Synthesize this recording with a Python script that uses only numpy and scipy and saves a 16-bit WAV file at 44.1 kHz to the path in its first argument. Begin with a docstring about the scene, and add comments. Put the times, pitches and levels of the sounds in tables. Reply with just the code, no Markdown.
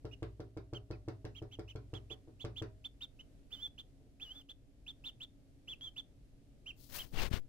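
"""Even taps on a kitchen counter come first, over an appliance's hum: each thud rings through the slab as a sum of
decaying modes, and its click follows through the air. A duckling peeps as it walks close to a hand-held phone: gliding,
nearly pure tones that fray when pushed, with moving bounces off hard surfaces and the echo of the small tiled room.
Its feet bump softly on the slab; at the end a finger slides over the left microphone as grainy noise and pressure bumps.
"""
import sys
import numpy as np
from scipy import signal
from scipy.fft import rfft, irfft
from scipy.io import wavfile
from scipy.ndimage import uniform_filter1d, map_coordinates

SR = 44100
rng = np.random.default_rng(int(sys.argv[2]) if len(sys.argv) > 2 else 0)


def to_wav(s):
    """Save 16-bit WAV."""
    ch = np.atleast_2d(s).T  # columns
    pcm = np.round(np.clip(ch, -1, 1) * 32767)  # PCM
    wavfile.write(sys.argv[1], SR, pcm.astype(np.int16))


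N = 329868
T = np.arange(N) / SR


def amp(db):
    """Decibels to gain."""
    return 10 ** (np.asarray(db) / 20)


def unit(x):
    """Scale to an rms of one."""
    return x / np.sqrt(np.mean(x ** 2))


def lookup(hz, points):
    """Read (f/Hz, value) points on a log-frequency axis."""
    f, value = np.transpose(points)
    return np.interp(np.log(np.maximum(hz, 1)), np.log(f), value)


def colour(x, points):
    """Filter by a (f/Hz, level/dB) spectrum."""
    n = x.shape[-1]
    gain = amp(lookup(np.fft.rfftfreq(n, 1 / SR), points))
    return irfft(rfft(x) * gain, n)


def band(x, lo_hz, hi_hz):
    """Causal band-pass."""
    edges = [lo_hz, min(hi_hz, SR / 2 - 100)]
    return signal.sosfilt(signal.butter(2, edges, "band", fs=SR, output="sos"), x)


def walk(rate, n=N):
    """Random wander with a spread near one: straight lines between `rate` random knots per second."""
    knots = rng.standard_normal(4096)
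    return map_coordinates(knots, [np.arange(n) * rate / SR], order=1, mode="wrap")


def add(out, start_s, x):
    """Mix a sound in at a time."""
    i = int(start_s * SR)
    out[..., i:i + x.shape[-1]] += x[..., :N - i]


def delay(x, lag_s):
    """Delay by a steady or slowly moving time."""
    return map_coordinates(x, [(T - lag_s) * SR], order=3)


def pan(x, left_db):
    """Move a sound between the two microphones; left_db is left minus right."""
    return x * amp(np.array([left_db, -left_db]) / 2)


# the room at rest, relative spectrum: (f/Hz, level/dB)
ROOM_SPECTRUM = [(20, -12), (30, -4.5), (48, -5), (65, -13.5), (80, -10.5), (135, -11), (167, -19.5),
                 (271, -20), (475, -28.5), (620, -29.5), (780, -38), (1000, -46), (3000, -46.5),
                 (12000, -54), (15000, -72)]
# the appliance's drone, bands of noise: (centre f/Hz, width f/Hz, level/dB)
HUM_BANDS = [(49.6, 15, -76.5), (277.1, 19.8, -71.5)]
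ROOM_DB = -62  # the part common to both microphones


def room_tone(side_db=-7, waver_db=1):
    """Soft rumble and a wavering appliance hum; the hiss above is unrelated left and right."""
    mid = unit(colour(rng.standard_normal(N), ROOM_SPECTRUM))
    side = unit(colour(rng.standard_normal(N), ROOM_SPECTRUM))
    # the bass is nearly shared; as strong as mid, the side sets left and right apart
    side = colour(side, [(300, side_db), (1500, 0.0059)])
    hum = np.zeros(N)
    for hz, width, db in HUM_BANDS:
        # noise in a narrow band swells and sinks of itself
        hum += amp(db) * unit(band(rng.standard_normal(N), hz - width / 2, hz + width / 2))
    level = amp(ROOM_DB + waver_db * walk(3.6))
    return level * np.array([mid + side, mid - side]) + hum


# the kitchen's decay: (f/Hz, t60/s)
KITCHEN_DECAY = [(300, 0.31), (1100, 0.21), (3200, 0.21), (7000, 0.068), (14000, 0.017)]


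def kitchen(x):
    """Diffuse echo of the tiled room, different at each microphone; the treble dies first."""
    t = np.arange(SR // 2) / SR
    tail = np.zeros((2, len(t)))
    for hz in 125 * 2. ** np.arange(8):  # octave bands
        noise = band(rng.standard_normal((2, len(t))), hz / np.sqrt(2), hz * np.sqrt(2))
        tail += noise * 1000 ** (-t / lookup(hz, KITCHEN_DECAY))
    tail = tail * np.clip(t / 0.0017, 0, 1)
    unit_energy_tail = unit(tail) / np.sqrt(len(t))
    return signal.fftconvolve(x[None], unit_energy_tail, axes=1)[:, :N]


# counter and cabinet modes: (f/Hz, relative level/dB, t60/s)
SLAB_MODES = [(57, -16.5, 1), (93.4, -16.5, 0.39), (102.6, -13.5, 0.6), (120.24, -9.5, 0.39),
              (158, -16.5, 0.12), (314.5, -6.5, 0.097), (332, -13.5, 0.24), (402.8, -19.5, 0.38),
              (432.2, -11, 0.16), (430, -38, 0.48), (579.4, -17.5, 0.16), (628, -33, 0.6), (736, -24, 0.23)]


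def slab(db, scatter_db=2, contact_s=0.00076):
    """One soft-edged blow on the counter; each lands on a new spot and weights the modes anew."""
    t = np.arange(SR // 2) / SR
    hz, mode_db, t60 = np.transpose(SLAB_MODES)[:, :, None]
    scatter, detune = rng.standard_normal((2, len(SLAB_MODES), 1))
    tones = np.sin(2 * np.pi * hz * (1 + 0.015 * detune) * t)
    ring = amp(mode_db + scatter_db * scatter) * tones * 1000 ** (-t / t60)
    soft_edge = 1 - np.exp(-(t / contact_s) ** 2)
    return amp(db) * ring.sum(0) * soft_edge


# soft bumps on the counter while it waddles: (t/s, relative level/dB)
FOOTFALLS = [(3.836, -60), (4.011, -57), (4.066, -59), (4.49, -61)]


def steps():
    """Webbed feet stir the slab's modes without any click."""
    pats = np.zeros(N)
    for start, db in FOOTFALLS:
        add(pats, start, slab(db))
    return pats


# taps on the counter: (t/s, relative thud level/dB, relative click level/dB)
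COUNTER_TAPS = [(0.0468, -33, -60), (0.2232, -31.5, -56.5), (0.3971, -34, -62), (0.567, -34, -60),
                (0.729, -32, -56), (0.9049, -32, -56.5), (1.0788, -31, -55), (1.2452, -33.5, -57),
                (1.4179, -35, -62), (1.588, -33.5, -58.5), (1.7532, -35.5, -61), (1.9325, -33.5, -56.5),
                (2.1054, -39, -62.5), (2.2753, -46, -82), (2.4435, -31.5, -52.5), (2.6165, -31.5, -53)]
# the click's colour: (f/Hz, level/dB)
CLICK_COLOUR = [(200, 13.5), (600, -1), (1300, 4.5), (2000, -2), (3200, -5), (5200, -5), (8000, -15.5),
                (12000, -25.5), (16000, -17)]
# the blow's boom in the air: (f/Hz, relative level/dB)
BOOM_COLOUR = [(200, -7), (330, 3), (450, 2.5), (600, -8.5), (800, -11), (1400, -19), (2500, -49.5)]
AIR_LAG_S = 0.0062  # how far the air sound trails the slab


def taps(click_db=32, grit_db=-25, grit_s=0.0032, room_db=-2, boom_db=-14, boom_t60=0.21, slab_db=-1):
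    """A blow rings the slab at once; its sharp contact noise and boom come later by air and fill the room."""
    thuds, clicks, booms = np.zeros(N), np.zeros(N), np.zeros((2, N))
    t = np.arange(SR // 2) / SR
    for start, thud_db, tick_db in COUNTER_TAPS:
        add(thuds, start, slab(thud_db + slab_db))
        impulse = band(1. * (t == 0), 140, 12000)
        grit = rng.standard_normal(len(t)) * amp(6.0 * walk(1200, len(t))) * np.exp(-t / grit_s)
        add(clicks, start + AIR_LAG_S, amp(tick_db + click_db) * (impulse + amp(grit_db) * grit))
        boom = unit(colour(rng.standard_normal((2, len(t))), BOOM_COLOUR))
        boom = boom * 1000 ** (-t / boom_t60) * np.clip(t / 0.0028, 0, 1)
        add(booms, start + AIR_LAG_S, amp(thud_db + boom_db) * boom)
    clicks = colour(clicks, CLICK_COLOUR)
    # the blows land to the left, so the right microphone hears them a little later
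    direct = np.array([thuds + clicks, delay(thuds + clicks, .0001)])
    return direct + booms + amp(room_db) * kitchen(clicks)


def stroke(start, gather_s, fade_s):
    """The finger's speed: it gathers, then slows to rest."""
    corners = [start, start + gather_s, start + gather_s + fade_s]
    return np.sin(np.pi / 2 * np.interp(T, corners, [0, 1, 0]))


# the finger seals and frees the port: (t/s, width/s, pressure, full scale 1)
PORT_BUMPS = [(7.215, 0.006, 0.046), (7.256, 0.0034, -0.031), (7.281, 0.003, .035),
              (7.315, 0.00082, -0.083), (7.341, 0.0014, 0.091), (7.385, 0.036, 0.018)]
# strokes over the port: (start t/s, swell/s, fade/s, pressure rumble level/dB, scrape level/dB, skin hiss level/dB)
FINGER_STROKES = [(6.74, 0.08, 0.6, -57, -94, -56.5), (6.88, 0.087, 0.12, -49, -48, -39.5),
                  (7.116, 0.12, 0.059, -32.5, -36.5, -45), (7.299, 0.051, 0.054, -35.5, -42.5, -55.5)]
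# colours of the rubbing, each: (f/Hz, relative level/dB)
RUMBLE_COLOUR = [(20, 11), (50, 1), (110, -4), (250, -11.5), (600, -20.5), (1500, -39.5)]
SCRAPE_COLOUR = [(150, -4), (600, -3), (1900, -4), (3000, -5), (5000, -11), (8000, -23), (15000, -39)]
HISS_COLOUR = [(1500, -25), (4200, -3.5), (6000, -6.5), (8500, -10), (12000, -7), (15500, -1)]
# how sharply each part of the rubbing follows the finger's speed (exponents)
RUMBLE_POWER, SCRAPE_POWER, HISS_POWER = 0.55, 1.72, 3
SNAPS_PER_S = 70


def finger(grain_db=2.0, slip_db=2, snap_db=6, leak_db=-22):
    """Skin catches and slips on the left port: dense grains hiss and scrape, trapped air rumbles and bumps."""
    rub = np.zeros(N)
    for at, width, pressure in PORT_BUMPS:
        rub += pressure * np.exp(-.5 * ((T - at) / width) ** 2)
    catches = amp(grain_db * walk(1100) + slip_db * walk(90))
    snaps = amp(snap_db) * (rng.random(N) < SNAPS_PER_S / SR) * rng.exponential(size=N)
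    parts = [unit(colour(rng.standard_normal(N) * catches + snaps, points))
             for points in (RUMBLE_COLOUR, SCRAPE_COLOUR, HISS_COLOUR)]
    powers = (RUMBLE_POWER, SCRAPE_POWER, HISS_POWER)
    for start, gather_s, fade_s, *levels in FINGER_STROKES:
        speed = stroke(start, gather_s, fade_s)
        for part, db, power in zip(parts, levels, powers):
            rub += part * amp(db) * speed ** power
    # only a little reaches the other microphone through the case
    return np.array([rub, amp(leak_db) * band(rub, 300, 14500)])


# the rasp's colour: (f/Hz, relative level/dB)
RASP_COLOUR = [(500, 0.5), (1200, -2.5), (2000, -5), (4200, -5.5), (5500, -6), (7000, -8), (9000, -13),
               (15000, -14)]
OVERTONE_DB, RASP_DB = -26.5, -26
# the octave stands out more in softer calls: (dB per dB below full voice, level of full voice dB)
OVERTONE_SLOPE, FULL_VOICE_DB = 0.73, -44.5


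def syrinx(hz, size, rough, jitter=0.0098, flutter_db=2, shake=0.49, shake_rate=1800, rasp_power=0.14):
    """A nearly pure whistle with a weak octave; when pushed, the membranes shake and fray the line."""
    n = len(hz)
    phase = 2 * np.pi * np.cumsum(hz * (1 + jitter * walk(523, n))) / SR
    phase = phase + shake * rough * walk(shake_rate, n)
    octave_db = OVERTONE_DB + OVERTONE_SLOPE * (FULL_VOICE_DB - 20 * np.log10(size.max()))
    flutter = amp(flutter_db * walk(224.3, n)) * (1 + shake * rough * walk(shake_rate, n))
    tone = flutter * (np.sin(phase) + amp(octave_db) * np.sin(2 * phase))
    # a faint hiss stays around the tone even where it is weak
    flow = size.max() * (size / size.max()) ** rasp_power
    rasp = unit(colour(rng.standard_normal(n), RASP_COLOUR)) * flow * (1 + rough)
    return size * tone + amp(RASP_DB) * rasp


CALL_ATTACK_S, CALL_RELEASE_S = 0.0079, 0.01


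def swell(t):
    """Attack and release of any call, as straight ramps."""
    return np.clip(t / CALL_ATTACK_S, 0, 1) * np.clip((t[-1] - t) / CALL_RELEASE_S, 0, 1)


# a peep climbs from the slack pitch to its top, then sags for as long as it lasts
SLACK_HZ, SAG_HZ_PER_S, DROOP_DB = 2341, 29200, 6.5


def peep(rise, fall, top_hz, db, rough):
    """Air pressure swells and sinks: the pitch arches, and the top of the arch is loudest and roughest."""
    t = np.arange(int((rise + fall) * SR)) / SR
    slack = np.where(t < rise, 1 - t / rise, (t - rise) / fall) ** 2
    depth_hz = np.where(t < rise, top_hz - SLACK_HZ, SAG_HZ_PER_S * fall)
    hz = top_hz - slack * depth_hz
    return syrinx(hz, amp(db - DROOP_DB * slack) * swell(t), rough * (1 - slack) ** 2)


# a whistle frays briefly at its first crest, the more the further it has climbed
CREST_S, FRAY_S, FRAY_PER_HZ = 0.047, 0.026, .00022


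def whistle(curve):
    """A peep that is held on: rough at the first crest, then clean."""
    s, pitch, level = np.transpose(curve)
    t = np.arange(s[0], s[-1], 1 / SR)
    hz = uniform_filter1d(np.interp(t, s, pitch), size=400)
    crest = np.exp(-((t - s[0] - CREST_S) / FRAY_S) ** 2)
    rough = FRAY_PER_HZ * np.maximum(hz - hz[0], 0) * crest
    # t counts from the start of the scene here, so only the release ramp of the swell acts
    return syrinx(hz, amp(np.interp(t, s, level)) * swell(t), rough)


# short peeps: (start t/s, rise/s, fall/s, top f/Hz, relative level/dB, roughness 0-1)
SHORT_PEEPS = [(.11, .022, .019, 2920, -55, 0.37), (.742, 0.016, 0.026, 3220, -49.5, 0.14),
               (.921, .017, 0.025, 2560, -64.5, 0.3), (1.346, 0.027, 0.03, 3284, -53, 0.7),
               (1.511, .025, 0.026, 3315, -53, 0.7), (1.675, 0.0256, 0.026, 3120, -52.5, 0.53),
               (1.934, 0.023, 0.029, 3416, -51, 0.4), (2.097, .025, 0.024, 3490, -48.5, 0.44),
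               (2.394, 0.03, .019, 3500, -49.5, 0.54), (2.558, 0.027, 0.024, 3560, -45, 0.46),
               (2.841, 0.017, 0.018, 3580, -43.5, 0.36), (3.006, 0.025, 0.027, 3728, -43.5, 0.56),
               (3.188, 0.02, 0.013, 3080, -51.5, 0.4), (3.777, 0.02, 0.022, 3545, -47, 0.77),
               (4.486, 0.019, 0.021, 3590, -49, 0.75), (4.863, .032, .023, 3590, -45.5, 0.43),
               (5.038, 0.031, 0.035, 3634, -43, 0.5), (5.201, 0.033, 0.02, 3574, -44.5, .35),
               (5.674, .03, 0.042, 3460, -43, 0.16), (5.96, 0.029, 0.023, 3570, -42.5, 0.3),
               (6.658, 0.027, 0.034, 3173, -43.5, 0.1), (6.98, 0.028, 0.023, 3220, -42.5, 0.3),
               (7.175, 0.015, 0.0225, 2810, -40.5, 0)]
# drawn-out whistles, one curve each: (t/s, f/Hz, relative level/dB)
LONG_WHISTLES = [
    [(3.506, 2290, -72), (3.529, 3510, -42.5), (3.546, 3580, -42), (3.56, 3130, -57), (3.585, 2940, -59),
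     (3.618, 3370, -50), (3.627, 3560, -41), (3.669, 3427, -41.5), (3.684, 3340, -61)],
    [(4.199, 2240, -54), (4.208, 3040, -55), (4.23, 3560, -42.5), (4.245, 3410, -53), (4.256, 3010, -53.5),
     (4.292, 2880, -51.5), (4.32, 3120, -49), (4.338, 3300, -64), (4.362, 3460, -52), (4.402, 3486, -60.5),
     (4.422, 2800, -50)],
    [(5.81, 3170, -50), (5.846, 3515, -43.5), (5.872, 3220, -43.5), (5.894, 3060, -47)],
]
# the walk from the tiled back wall: (t/s, strength of the bounces level/dB, left minus right level/dB)
WALK_PATH = [(1.6, 7, -4.5), (2.0, 6, -8.5), (2.9, 4, -2.5), (3.7, 0, -4), (5.0, 2, -2.7)]
# hard surfaces near the duckling: (delay t/s, level/dB before the walk's bounce strength)
NEAR_BOUNCES = [(.0009, -13), (.0024, -13), (.0047, -15), (.0085, -19)]


def duckling(echo_db=-20):
    """Peeps and whistles on the move; counter and wall throw them back."""
    voice = np.zeros(N)
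    for start, *shape in SHORT_PEEPS:
        add(voice, start, peep(*shape))
    for curve in LONG_WHISTLES:
        add(voice, curve[0][0], whistle(curve))
    s, wall_db, left_db = np.transpose(WALK_PATH)
    wall = amp(np.interp(T, s, wall_db))
    heard = []
    for side in pan(voice, np.interp(T, s, left_db)):
        # the paths change as it walks, so the echoes beat differently against each glide;
        # each microphone has its own paths
        bounces = sum(amp(db) * delay(side, lag + 0.0002726 * walk(2)) for lag, db in NEAR_BOUNCES)
        heard.append(side + wall * bounces)
    left, right = heard
    near = np.array([delay(left, .00006), right])  # it stands nearer the right microphone
    return near + amp(echo_db) * kitchen(voice)


def scene():
    """Everything in the kitchen."""
    return room_tone() + steps() + taps() + finger() + duckling()


TOP_HZ = 15700


def record(dry):
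    """The phone cuts the top with a steep low-pass."""
    return signal.sosfilt(signal.ellip(10, .2, 70, TOP_HZ, fs=SR, output="sos"), dry)


dry = scene()
out = record(dry)
to_wav(out)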